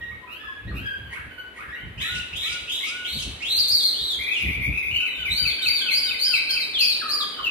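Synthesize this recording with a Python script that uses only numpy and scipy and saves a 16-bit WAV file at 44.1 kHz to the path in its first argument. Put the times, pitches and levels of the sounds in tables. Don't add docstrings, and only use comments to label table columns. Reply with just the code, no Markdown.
import sys
import numpy as np
from scipy import signal
from scipy.fft import rfft, irfft
from scipy.io import wavfile
from scipy.ndimage import uniform_filter1d, minimum_filter1d, map_coordinates

SR = 44100
rng = np.random.default_rng(int(sys.argv[2]) if len(sys.argv) > 2 else 0)


def elevation(decibels):
    levels = np.asarray(decibels, float)
    return 10 ** (levels / 20)


def to_wav(sig):
    pcm = np.clip(np.atleast_2d(sig), -1, 1) * 32767
    pcm = np.round(pcm).astype(np.int16)
    wavfile.write(sys.argv[1], SR, pcm.T)


N = 330750

# freq_hz, density_db
HUM_SPECTRUM = [(30, -14), (100, -18.5), (250, 1), (420, -0.5), (800, -7.5), (1300, -7.5), (2500, -7),
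                (4000, -19), (5500, -32), (10000, -30), (15000, -31)]
# time_s, level_db
HUM_SWELL = [(0.0, -54.5), (2.21, -51.5), (2.65, -51), (4.471, -49), (4.6, -50.5), (4.719, -49.5),
             (4.991, -51), (5.99, -48), (6.412, -49.5), (7.5, -47.5)]
# freq_hz, density_db
GUST_SPECTRUM = [(25, -46), (55, 7.5), (110, 0.5), (200, -9), (350, -31), (700, -40), (1500, -99)]
# freq_hz, density_db
SLAP_SPECTRUM = [(60, -33), (150, 7), (300, 0), (500, -13), (900, -27.5), (1800, -97)]
# start_s, hold_s, level_db
GUSTS = [(0, 0.18, -47), (.45, 0.026, -56), (0.668, 0.17, -35.5), (0.982, 0.1, -42), (1.196, 0.097, -47),
         (1.684, 0.011, -48.5), (1.836, 0.051, -38.5), (1.988, 0.012, -37.5), (2.12, 0.093, -40),
         (2.355, 0.0086, -40), (2.495, 0.046, -47.5), (2.633, 0.0096, -49), (3.164, 0.017, -35),
         (3.265, 0.053, -38.5), (3.487, 0.17, -52), (3.72, 0.015, -49), (4.024, 0.0082, -45),
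         (4.188, 0.019, -46), (4.45, 0.052, -30.5), (4.579, 0.018, -32), (4.685, 0.018, -29),
         (4.868, 0.095, -43), (5.202, 0.062, -46), (5.313, 0.024, -37.5), (5.428, 0.032, -38),
         (5.668, 0.019, -46.5), (6.117, 0.019, -52), (6.312, 0.048, -54), (6.556, .01, -51)]
# freq_hz, t60_s, level_db, share common to both ports (0-1)
PORCH_BANDS = [(700, 0.67, 9, 0.9), (1300, 0.64, 2.5, 0), (2400, 1, 6.5, 0.17), (3800, 0.95, 5.5, 0.44),
               (5650, 0.59, 1, 0.12), (9400, 0.81, 2, 0.29), (14900, 0.4, 7.5, 0.67)]
# freq_hz, gain_db
TREBLE_COLOUR = [(11300, 1), (11750, -11), (12050, -48), (12400, 6), (14400, -6.5), (14900, -27),
                 (15700, -15)]
SHAKE = dict(rasp=(.09, .075), trill=(.04, .04), arch=(.012, .012), slide=(.045, .04), tumble=(.018, .018),
         lift=(.07, .015), chirp=(.08, .08), held=(.011, .011), scoop=(.08, .007), buzz=(.08, .03),
         fall=(.02, .02), peep=(.035, .02), phrase=(.01, .007))

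NEIGHBOUR_OVERTONES_DB = [4.5, -1, -2, -26, -25, -74, 0, -12.5, -34, 4]
# time_s, pitch_hz, fundamental_db, second_partial_db
PHRASE = [
    (0, 1575, -39, -34),
    (.02, 1545, -35, -26),
    (.062, 1490, -35, -29),
    (.074, 1400, -38, -44),
    (.084, 1290, -44, -18),
    (.1, 1160, -56, -21),
    (0.137, 965, -57, -33),
]
# start_s, stretch (ratio), pitch (ratio), level_db
REPEATS = [
    (4.995, 0.76, 0.98, -13),
    (5.175, 0.92, 0.99, -11),
    (5.375, 0.96, 1.002, -10.5),
    (5.579, 0.98, 1.01, -11.5),
    (5.803, 0.99, 1.01, -9.5),
    (6.03, 0.95, 1.0, -10),
    (6.255, 0.99, 1.02, -10),
    (6.487, 0.93, 1.02, -10.5),
]
# time (share of length), pitch (ratio), fundamental_db, second_partial_db
SCOOP_SHAPE = [(0, .65, -12, -1.5), (.15, .77, -12.5, 9), (.42, 0.96, -3, -14), (.6, .99, 1, -5),
               (1, 0.97, -2, -3)]
BUZZ_SHAPE = [(0, 0.8, -42, -6.5), (.5, .92, -36, -6.5), (.78, 1, -44, 0), (1, 0.98, -31, -5)]
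DROP_SHAPE = [(0, 1.5, -14, -39), (.07, 1.42, 1.5, -35), (.15, 1.03, -0.5, -26), (.6, .96, -3.5, -33),
              (1, .94, -4, -24)]
# start_s, length_s, pitch_hz, level_db, bend depth (exponent)
SCOOPS = [
    (2.0, 0.21, 1480, -43, 0.79),
    (2.41, 0.21, 1457, -46, 0.8),
    (2.799, 0.28, 1491, -45.5, 0.99),
]
BUZZES = [
    (4.181, 0.068, 1223, -27.5, 0.91),
    (4.26, 0.087, 1276, -31, .8),
    (4.384, 0.057, 1205, -28.5, 0.17),
    (4.45, .12, 1191, -32.5, 0.63),
    (4.6, 0.084, 1181, -31.5, 0.45),
    (4.715, 0.09, 1254, -31, 0.14),
    (4.82, .09, 1222, -30.5, 0.45),
    (4.899, 0.08, 1471, -31, 0.27),
    (4.94, 0.099, 1306, -31.5, 0.42),
]
DROPS = [
    (7.0, .18, 1248, -36.5, 0.93),
    (7.195, 0.049, 1197, -37, 0.31),
    (7.365, 0.0602, 1170, -42, 0.95),
]
# start_s, length_s, start_hz, end_hz, level_db
FALLS = [
    (6.73, 0.13, 1912, 1191, -30),
    (7.31, 0.099, 1587, 1500, -43.5),
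    (7.425, 0.067, 1590, 1288, -32.5),
]

SOFT_OVERTONES_DB = [-16.5, -23.5, -27, -25, -23.5, -49, -17.5, -20.5]
# time (share of length), pitch (ratio), fundamental_db, second_partial_db
LIFT_SHAPE = [(0, .73, -3, -23), (.22, .77, -21, -8.5), (.4, 0.99, -10, -18.5), (.54, 1, -3, -11.5),
              (.85, 0.96, -4, -24), (1, 0.99, -6, -9)]
CHIRP_SHAPE = [(0, 0.8, -16, -16), (.2, .76, -18, -2), (.3, .8, -14, -1), (.52, 1, -6, -7.5),
               (1, 0.98, -12, -34)]
# start_s, length_s, pitch_hz, level_db, bend depth (exponent)
LIFTS = [
    (0.267, 0.3, 1737, -42.5, 1.01),
    (0.709, .27, 1634, -40, 0.93),
]
CHIRPS = [
    (1.09, 0.14, 1300, -46, 1.05),
    (1.53, 0.17, 1277, -46, .95),
]
# start_s, length_s, pitch_hz, fundamental_db, second_partial_db
HELD = [
    (0, 0.17, 1887, -43, -66),
    (0.219, 0.036, 1006, -44, -61),
    (0.478, 0.029, 1083, -39.5, -77),
    (1.06, 0.086, 1503, -54, -49.5),
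    (1.3, 0.053, 1497, -44, -53),
    (1.372, 0.054, 1489, -36.5, -48.5),
    (1.75, 0.068, 1480, -41, -51),
]
# start_s, length_s, start_hz, end_hz, level_db
PEEPS = [
    (.1, 0.051, 1032, 1320, -59),
    (.43, 0.028, 1160, 1354, -47.5),
    (.66, 0.045, 1844, 1895, -54.5),
    (1.68, 0.08, 1583, 1942, -45),
]
OPEN_OVERTONES_DB = [-12.5, -7.5, -11.5, -12.5, -15]
# time (share of length), pitch (share of top), level_db, overtone_db
RASP_SHAPE = [(0, .63, -3, -19.5), (.25, 0.93, -1, -5), (.6, 0.97, -3, -10.5), (.8, .74, -6.5, -5),
              (1, 0.67, -6, 4)]
TRILL_SHAPE = [(0, .87, -10, -6), (.35, 0.97, 0.5, -14), (.8, .84, -9.5, -13.5), (1, 0.75, -10, -31)]
ARCH_SHAPE = [(0, .79, -5, -12.5), (.25, .93, -5.5, -11.5), (.43, 0.99, -2.5, -12), (.75, 0.995, -7, -15.5),
              (1, 0.9, -4.5, -16)]
# start_s, length_s, second_partial_top_hz, level_db, bend depth (exponent)
RASPS = [
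    (1.969, 0.22, 3892, -41, 0.98),
    (2.318, .22, 3800, -39, 0.95),
    (2.666, 0.23, 3800, -37.5, 0.91),
    (3.037, 0.2, 4295, -37.5, 1),
]
TRILLS = [
    (3.56, 0.093, 4825, -25, 1.09),
    (3.67, 0.15, 5037, -26.5, 1.5),
    (3.81, 0.1, 4447, -27.5, .7),
]
ARCHES = [
    (5.31, 0.18, 4677, -28.5, 0.89),
    (5.611, 0.18, 4670, -28.5, 1.14),
    (5.9, 0.16, 4865, -26, 0.88),
    (6.184, 0.14, 4850, -26, 0.83),
    (6.482, 0.11, 4817, -29, .76),
    (6.778, 0.11, 4762, -25, .82),
    (7.077, 0.11, 4815, -28.5, 0.93),
]
# start_s, length_s, start_hz, end_hz, level_db
SLIDES = [
    (3.395, 0.13, 1776, 4010, -31.5),
    (3.485, 0.087, 4020, 4167, -30),
    (3.93, 0.15, 2847, 4090, -33),
    (5.28, 0.039, 3900, 3740, -35),
]
# start_s, length_s, start_hz, end_hz, level_db
TUMBLES = [
    (4.07, 0.095, 4050, 3185, -36),
    (4.315, 0.11, 3800, 2400, -38),
    (5.07, 0.15, 4100, 3470, -49.5),
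    (5.48, 0.041, 4530, 3200, -36.5),
    (5.755, .07, 3870, 3340, -37.5),
    (6.03, 0.071, 4700, 3560, -38),
    (6.315, .06, 4690, 3880, -33.5),
    (6.59, 0.055, 4690, 3730, -35.5),
    (6.878, .06, 4690, 3790, -35.5),
    (7.185, 0.053, 4510, 3160, -35.5),
]
# start_s, length_s, start_hz, end_hz, level_db
SIDE_WHISTLES = [(0, 0.039, 3955, 2400, -60), (0.046, 0.057, 3760, 3810, -64.5),
                 (.61, 0.046, 2540, 2530, -65), (1.75, 0.0337, 1883, 2400, -46),
                 (2.128, 0.095, 2520, 2800, -48.5), (2.439, 0.089, 2230, 2340, -46),
                 (1.74, .1, 2715, 3100, -55.5), (2.83, 0.077, 2260, 2400, -41.5),
                 (3.07, 0.047, 3270, 3250, -44), (0.104, 0.022, 1936, 2400, -50),
                 (0.266, 0.072, 2400, 2940, -52.5), (0.663, 0.043, 3620, 4470, -60.5),
                 (0.686, 0.037, 2026, 1170, -52), (1.111, 0.068, 1292, 2630, -67),
                 (1.15, 0.063, 1410, 1877, -47), (1.58, 0.076, 1110, 1950, -47),
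                 (1.995, 0.1, 1553, 2130, -44.5), (2.506, 0.054, 2280, 1830, -57),
                 (2.416, 0.051, 1676, 2070, -47), (3.048, 0.036, 1896, 2780, -46),
                 (6.236, 0.054, 5110, 5100, -35), (6.495, 0.055, 5070, 5250, -37),
                 (6.799, 0.058, 5140, 5210, -36.5), (7.106, 0.041, 5040, 5050, -35),
                 (7.028, 0.21, 1764, 1620, -53), (7.376, 0.032, 1586, 970, -42.5)]

SIDES = np.array([[1], [-1]])


def wobble(rate_hz, size):
    k = max(int(SR / rate_hz), 2)
    steps = np.repeat(rng.standard_normal(size // k + 1), k)
    return 1.353 * uniform_filter1d(uniform_filter1d(steps, k), k)[:size]


def coloured(points, size):
    hz, db = np.transpose(points)
    shape = elevation(np.interp(np.log(np.fft.rfftfreq(size, 1 / SR) + 1), np.log(hz), db))
    noise = irfft(rfft(rng.standard_normal(size)) * shape, size)
    return noise / noise.std()


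def hum():
    wide = [(hz, db + np.clip(8 * np.log2(hz / 900), -12, 0)) for hz, db in HUM_SPECTRUM]
    s, db = np.transpose(HUM_SWELL)
    swell = elevation(np.interp(np.arange(N) / SR, s, db) + 0.5 + 0.54 * wobble(2.8, N))
    return swell * (coloured(HUM_SPECTRUM, N) + 0.76 * coloured(wide, N) * SIDES)


def breeze():
    rise_db_s, fall_db_s, calm_db = 374, 183, -59
    t = np.arange(N) / SR
    db = np.full(N, float(calm_db))
    for s, hold, top_db in GUSTS:
        rise = rise_db_s * np.maximum(s - t, 0)
        fall = fall_db_s * np.maximum(t - s - hold, 0)
        db = np.maximum(db, top_db - rise - fall)
    thump_gain = elevation(db + 0.87 * wobble(14, N))
    slap_gain = elevation(-50.5 + 1.96 * (db + 38.5) + 3.9 * wobble(30, N))
    thump = coloured(GUST_SPECTRUM, N) + 0.29 * coloured(GUST_SPECTRUM, N) * SIDES
    slap = coloured(SLAP_SPECTRUM, N) + 0.16 * coloured(SLAP_SPECTRUM, N) * SIDES
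    return thump_gain * thump + slap_gain * slap


def porch(song, direct_db, lag_s, pan_db, early_s=0.015, early_db=2.0):
    t = np.arange(SR) / SR
    octaves = np.log2(np.fft.rfftfreq(SR, 1 / SR) + 1)
    centres = np.log2(np.array(PORCH_BANDS)[:, 0])
    common, *own = rfft(rng.standard_normal((3, SR)))
    tails = np.zeros((2, SR))
    for k, (hz, t60, db, share) in enumerate(PORCH_BANDS):
        band = np.interp(octaves, centres, np.arange(len(PORCH_BANDS)) == k)
        share = np.clip(share, 0, 1)
        noise = irfft(band * (np.sqrt(share) * common + np.sqrt(1 - share) * np.array(own)), SR)
        tails += elevation(db - 60 * t / t60) * noise
    tails *= (1 + elevation(early_db) * np.exp(-t / early_s)) * np.clip(t / 0.00094, 0, 1)
    tails /= np.sqrt(np.sum(tails ** 2) / 2)
    sway_s = 4e-5
    swayed = map_coordinates(song, [np.arange(N) + sway_s * SR * wobble(45, N)], mode="nearest")
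    side = SIDES / 2
    size = N + SR
    lag = np.exp(-2j * np.pi * np.fft.rfftfreq(size, 1 / SR) * (side * lag_s))
    direct = elevation(direct_db) * rfft(song, size)
    echoes = rfft(swayed, size) * rfft(tails, size)
    return elevation(side * pan_db) * irfft((direct + echoes) * lag, size)[:, :N]


def shaped(shape, rows):
    share, bend, *db = np.transpose(shape)
    return [np.transpose([s + length * share, hz * bend ** depth, *(np.array(db) + level)])
            for s, length, hz, level, depth in rows]


def slid(rows, first_db, second_db, onset_db=4):
    u = np.arange(8) / 7
    left = (1 - u) ** 1.7
    return [np.transpose([s + length * u, end + (hz - end) * left,
                          *(db + onset_db * left + [[first_db], [second_db]])])
            for s, length, hz, end, db in rows]


def shaken(**families):
    notes = [note for family in families.values() for note in family]
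    shakes = [SHAKE[name] for name, family in families.items() for note in family]
    return notes, shakes


def spread(note):
    s, *columns = np.transpose(note)
    t = np.arange(s[0], s[-1], 1 / SR)
    return s[0], *(np.interp(t, s, c) for c in columns)


def unsteadiness(hz, shake):
    return np.interp(hz, [hz.min(), hz.max() + 1], shake)


def add(track, start_s, hz, partials_db, shake):
    start = int(start_s * SR)
    size = min(len(hz), N - start)
    trill = np.sin(2 * np.pi * np.cumsum(75 + 25 * wobble(60, size)) / SR) + .3 * wobble(200, size)
    hz = uniform_filter1d(hz[:size], 400, mode="nearest") * (1 + shake[:size] * trill)
    phase = 2 * np.pi * np.cumsum(hz) / SR
    t = np.arange(size) / SR
    edges = np.clip(np.minimum(t, t[::-1]) / .008, 0, 1) ** 2
    swell = edges * elevation(3.0 * wobble(116.3, size))
    for k, db in enumerate(partials_db, 1):
        grain = .7 * (k > 2) * wobble(500, size)
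        audible = k * hz < .35 * SR
        track[start:][:size] += np.sqrt(2) * swell * elevation(db)[:size] * audible * np.sin(k * phase + grain)


def sing(track, notes, shakes, overtones_db):
    shut_beak_db = -13
    for (start, hz, first_db, second_db), shake in zip(map(spread, notes), shakes):
        top_db = np.maximum(first_db + shut_beak_db, second_db)
        partials = [first_db, second_db] + [top_db + db for db in overtones_db]
        add(track, start, hz, partials, unsteadiness(hz, shake))
    return track


def neighbour():
    repeats = [np.array(PHRASE) * [stretch, pitch, 1, 1] + [s, 0, db, db] for s, stretch, pitch, db in REPEATS]
    fundamental_db = -26 - 13
    notes = shaken(scoop=shaped(SCOOP_SHAPE, SCOOPS), buzz=shaped(BUZZ_SHAPE, BUZZES),
                   peep=shaped(DROP_SHAPE, DROPS), fall=slid(FALLS, fundamental_db, 0, -5), phrase=repeats)
    return sing(np.zeros(N), *notes, np.array(NEIGHBOUR_OVERTONES_DB) - 27.5)


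def sing_beak_shut(song):
    fade_db = -15
    held = [[(s, hz, a, b), (s + length, hz, a + fade_db, b + fade_db)] for s, length, hz, a, b in HELD]
    notes = shaken(lift=shaped(LIFT_SHAPE, LIFTS), chirp=shaped(CHIRP_SHAPE, CHIRPS),
                   held=held, peep=slid(PEEPS, 0, -18))
    sing(song, *notes, SOFT_OVERTONES_DB)


def sing_beak_open(song):
    overtone_db = -9
    notes, shakes = shaken(rasp=shaped(RASP_SHAPE, RASPS), trill=shaped(TRILL_SHAPE, TRILLS),
                           arch=shaped(ARCH_SHAPE, ARCHES), slide=slid(SLIDES, 0, overtone_db, -14),
                           tumble=slid(TUMBLES, 0, overtone_db, -3))
    for (start, hz, db, top_db), shake in zip(map(spread, notes), shakes):
        partials = [db - 33.0, db] + [top_db + d for d in OPEN_OVERTONES_DB]
        add(song, start, hz / 2, partials, unsteadiness(hz, shake))


def whistle_aside(song):
    for start, length, hz, end_hz, db in SIDE_WHISTLES:
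        glide = np.linspace(hz, end_hz, int(length * SR))
        add(song, start, glide, [np.full(len(glide), db)], np.full(len(glide), 0.033))


def near_bird():
    song = np.zeros(N)
    sing_beak_shut(song)
    sing_beak_open(song)
    whistle_aside(song)
    return song


def scene():
    far = elevation(6.0) * porch(neighbour(), direct_db=-5, lag_s=-0.000092, pan_db=1.0)
    near = elevation(8.5) * porch(near_bird(), direct_db=-11.5, lag_s=6e-5, pan_db=-0.12)
    return hum() + breeze() + far + near


def top_cut(x):
    return signal.sosfilt(signal.butter(12, 15710, fs=SR, output="sos"), x)


def record(dry):
    masked_db, patchy_share, patchy_from_bin = -24, .64, 150
    hz, db = np.transpose(TREBLE_COLOUR)
    dry = irfft(rfft(dry) * elevation(np.interp(np.fft.rfftfreq(N, 1 / SR), hz, db)), N)
    dry = np.tanh(2 * dry) / 2
    frames = signal.stft(dry, nperseg=1024)[2]
    power = uniform_filter1d(np.sum(np.abs(frames) ** 2, axis=0), size=2, axis=1)
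    band = np.repeat(power[:512].reshape(64, 8, -1).mean(axis=1), 8, axis=0)
    masker = uniform_filter1d(power, size=120, axis=0)[:512]
    frames[:, 32:512] *= np.where(band < elevation(2 * masked_db) * masker, .02, 1)[32:]
    weak = uniform_filter1d(power, size=5, axis=0) < patchy_share * uniform_filter1d(power, size=32, axis=0)
    patches = np.where(minimum_filter1d(weak, size=3, axis=1), .02, 1)
    frames[:, patchy_from_bin:] *= patches[patchy_from_bin:]
    mix = signal.istft(frames, nperseg=1024)[1][:, :N]
    return top_cut(mix)


dry = scene()
out = record(dry)
to_wav(out)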